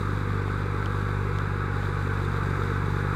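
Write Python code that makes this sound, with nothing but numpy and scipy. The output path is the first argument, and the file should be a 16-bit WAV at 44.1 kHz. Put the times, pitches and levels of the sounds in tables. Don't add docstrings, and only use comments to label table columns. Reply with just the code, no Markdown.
import sys
import numpy as np
from scipy import signal
from scipy.fft import rfft, irfft, next_fast_len
from scipy.io import wavfile
from scipy.ndimage import uniform_filter1d

SR = 44100
rng = np.random.default_rng(int(sys.argv[2]) if len(sys.argv) > 2 else 0)


def output_pcm(signal):
    pcm = np.clip(np.atleast_2d(signal).T, -1, 1) * 32767
    wavfile.write(sys.argv[1], SR, np.round(pcm).astype(np.int16))


def volts_from_decibels(level):
    exponent = np.asarray(level, float) / 20
    return 10 ** exponent


N = 138915

# t/s, firings/Hz
FIRING_RATE = [(0.0, 49.45), (0.26, 49.2), (0.52, 49.11), (0.79, 49.25), (1.05, 49.23), (1.31, 48.89),
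               (1.58, 48.82), (1.84, 48.74), (2.1, 48.15), (2.36, 47.84), (2.62, 47.96), (2.89, 48.5),
               (3.15, 49.66)]
# t/s, load/dB
CUTTING_LOAD = [(0, 2.5), (.3, -1), (.55, -1.4), (.8, -0.4), (1.05, -0.3), (1.3, 0), (1.6, -1.8),
                (1.85, 0.5), (2.1, 1), (2.36, 2.3), (2.6, 3), (2.75, 2), (2.9, 1.2), (3.15, 1.5)]
# multiple of the firing rate, level/dB
EXHAUST_TONES = [(0.5, -62), (0.75, -60), (1, -35.5), (1.5, -66), (1.75, -68), (2, -29.5), (2.25, -47.5),
                 (2.5, -60), (3, -35), (3.5, -60), (4, -45), (5, -47.5), (6, -50.5), (6.5, -61), (7, -52.5),
                 (7.5, -52), (8, -47.5), (8.5, -55.5), (9, -56), (9.5, -60.5), (9.75, -48)]
# f/Hz, level per Hz/dB
CHUFF_COLOUR = [(38, -5), (70, -5.5), (125, -4.5), (230, -2), (330, -2.5), (470, -3.5), (560, -9),
                (650, -29)]
# f/Hz, level per Hz/dB
BLOCK_COLOUR = [(640, -17.5), (830, -9), (1290, -1), (1640, -5), (1800, -12.5), (2380, -15), (2600, -21.5),
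                (2780, -28)]
# f/Hz, width/Hz, level/dB
BLOCK_RINGS = [(1175, 67, -55), (1288, 75, -52.5), (1485, 59, -50.5), (1615, 53, -57.5), (834.4, 51, -57.5)]
# f/Hz, width/Hz, level/dB
ROTOR_TONES = [(169.4, 3.9, -46), (450.5, 40, -50.5)]
# f/Hz, level per Hz/dB
HOOD_COLOUR = [(2650, -7), (3200, -8), (3550, 0.5), (3900, 0.5), (4330, -9.5), (4780, -6), (5200, -19),
               (5500, -24)]
# f/Hz, level per Hz/dB
GRASS_COLOUR = [(5200, -6.5), (6300, 1.5), (6750, -2), (7050, 2), (7500, -1), (9200, -1.5), (9650, -3.5),
                (10300, -17)]
# f/Hz, level per Hz/dB
CHAFF_COLOUR = [(10300, -15.5), (10600, -3), (11300, 1.5), (12200, -1), (12550, -7), (13000, -1),
                (13700, -7), (15700, -5.5)]
# t/s, ring f/Hz, ring level/dB, thud level/dB, snap level/dB
CRACKS = [(.4802, 3200, -36, -24, -52), (0.8595, 3100, -24, -30, -28), (1.0906, 3100, -39, -27, -52),
          (1.3868, 3300, -28, -28, -28), (1.8313, 3200, -33, -25, -52), (1.9373, 7500, -41, -50, -50),
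          (2.105, 3100, -39, -45, -50), (2.297, 3100, -42, -49, -48), (2.6895, 7000, -42, -45, -42),
          (.0878, 6000, -40, -53, -42), (.908, 3900, -42, -60, -52), (.8272, 1400, -22, -50, -55),
          (.4915, 2600, -36, -50, -55)]

PATCH_DB = 0.79


def evened(x):
    return x / np.sqrt(np.mean(x ** 2) + 1e-20)


def curve(points):
    return np.interp(np.arange(N) / SR, *np.transpose(points))


def colour(x, points):
    f, db = np.transpose(points)
    size = next_fast_len(N)
    hz = np.fft.rfftfreq(size, 1 / SR) + 1
    octaves_outside = np.log2(np.maximum(f[0] / hz, 1)) + np.log2(np.maximum(hz / f[-1], 1))
    gain = volts_from_decibels(np.interp(np.log(hz), np.log(f), db) - 90 * octaves_outside)
    return evened(irfft(rfft(x, size) * gain, size)[:N])


def wander(per_s):
    knots = np.arange(0, N / SR + 1, 1 / per_s)
    drift = curve(np.c_[knots, rng.standard_normal(len(knots))])
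    return evened(uniform_filter1d(drift, int(SR / per_s)))


def whistle(x, hz, width):
    turn = np.exp(2j * np.pi * np.cumsum(hz * np.ones(N)) / SR)
    r = np.exp(-np.pi * width / SR)
    smoothed = signal.lfilter([1], [1, -2 * r, r * r], x / turn)
    return evened((turn * smoothed).real)


def patchy(patch_db):
    a, b, patches = rng.standard_normal((N // 128 + 5, 257, 3)).T
    patches = uniform_filter1d(patches, size=6, axis=0)
    patches = evened(uniform_filter1d(patches, size=24, axis=1))
    spectrum = (a + 1j * b) * volts_from_decibels(patch_db * patches)
    return evened(signal.istft(spectrum, nperseg=512, noverlap=384)[1][:N])


def per_firing(turns, swell_db, lag, vary_db):
    firing = np.floor(turns - lag + 1.5).astype(int) + 2
    strength = rng.standard_normal(400)[firing]
    swell = np.cos(2 * np.pi * (turns - lag))
    return volts_from_decibels(swell_db * swell + vary_db * strength * (1 + swell) / 2)


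def exhaust(turns):
    t = np.arange(N) / SR
    beats = 0
    for k, db in EXHAUST_TONES:
        level = db + 0.36 * np.sqrt(k / 2) * wander(14)
        if k == 3:
            level = level + 1.36 * (t - 1.6)
        if k % 1:
            lean = 1.2
        else:
            lean = -.8 + 1.55 / (1 + (3.7 / k) ** 10)
        beats = beats + np.sqrt(2) * volts_from_decibels(level) * np.cos(2 * np.pi * k * turns + lean)
    gas = rng.standard_normal(N) * per_firing(turns, swell_db=2.5, lag=0.018, vary_db=1.5)
    chuffs = volts_from_decibels(-38 + 0.27 * curve(CUTTING_LOAD)) * colour(gas, CHUFF_COLOUR)
    return beats + chuffs


def block(turns):
    drive = patchy(PATCH_DB) * per_firing(turns, swell_db=0.75, lag=0.13, vary_db=0)
    clatter = volts_from_decibels(-35.5) * colour(drive, BLOCK_COLOUR)
    for hz, width, db in BLOCK_RINGS:
        drifting_hz = hz * (1 + 0.018 * wander(3.0))
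        clatter = clatter + volts_from_decibels(db) * whistle(drive, drifting_hz, width)
    growth_db = 0.79 * (np.arange(N) / SR - 2.13)
    return volts_from_decibels(growth_db) * clatter


def mulcher():
    speed = curve(FIRING_RATE) / np.mean(curve(FIRING_RATE))
    out = 0
    for hz, width, db in ROTOR_TONES:
        out = out + volts_from_decibels(db) * whistle(rng.standard_normal(N), hz * speed, width)
    snips_per_s, spread_db = 2700, 4
    strength = volts_from_decibels(spread_db * np.minimum(rng.exponential(1, N), 5))
    snips = (rng.random(N) < snips_per_s / SR) * strength * rng.choice([-1., 1.], N)
    puff = rng.standard_normal(40) * np.hanning(40)
    snips = evened(signal.oaconvolve(snips, puff, "same"))
    snip_share, flicker_db = 0.47, 0.66
    cut = np.sqrt(1 - snip_share ** 2) * patchy(PATCH_DB) + snip_share * snips
    cut = cut * volts_from_decibels(flicker_db * wander(25.0))
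    load = curve(CUTTING_LOAD)
    # level in dB, how strongly it follows the load, colour
    layers = (-54, 0.58, HOOD_COLOUR), (-62.5, 0.9, GRASS_COLOUR), (-69.5, 0.95, CHAFF_COLOUR)
    for db, follows, tone in layers:
        out = out + volts_from_decibels(db + follows * load) * colour(cut, tone)
    return out


def cracks():
    length = 1500
    t = np.arange(length) / SR
    out = np.zeros(N + length)
    strike = np.minimum(t / .00014, 1)
    thud_hz, thud_s, snap_hz, snap_s, grit_db, grit_s = 730, 0.009, 6300, 0.0011, -16, .004
    for start, hz, ring_db, thud_db, snap_db in CRACKS:
        ring = volts_from_decibels(ring_db - 60 * t * hz / 14) * np.sin(2 * np.pi * hz * t)
        thud = volts_from_decibels(thud_db - 60 * t / thud_s) * np.sin(2 * np.pi * thud_hz * t)
        snap = volts_from_decibels(-60 * t / snap_s) * np.sin(2 * np.pi * snap_hz * t)
        noise = np.diff(rng.standard_normal(length), prepend=0)
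        grit = volts_from_decibels(grit_db - 60 * t / grit_s) * np.convolve(noise, np.ones(2) / 2, "same")
        hit = strike * (ring + thud - volts_from_decibels(snap_db) * (snap + grit))
        first = round(start * SR)
        out[first:first + length] += hit
    return out[:N]


def scene():
    turns = -.66 + np.cumsum(curve(FIRING_RATE)) / SR
    mix = exhaust(turns) + block(turns) + mulcher() + cracks()
    return mix[None]


def top_cut(x):
    return signal.sosfilt(signal.butter(12, 15750, fs=SR, output="sos"), x)


def record(dry):
    hz, t, z = signal.stft(dry, SR, nperseg=1024, noverlap=768, boundary="even")
    power = uniform_filter1d(abs(z) ** 2, size=2, axis=1)
    power = uniform_filter1d(power, size=6, axis=2)
    level_db = 10 * np.log10(abs(power) + 1e-20)
    limit_db = -95.6 + .7 * np.interp(t, *np.transpose(CUTTING_LOAD))
    faint = (level_db < limit_db) & (hz[:, None] > 9000)
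    gated = z * np.where(faint, volts_from_decibels(-26), 1)
    mix = signal.istft(gated, SR, nperseg=1024, noverlap=768)[1][:, :N]
    return top_cut(mix)


dry = scene()
out = record(dry)
output_pcm(out)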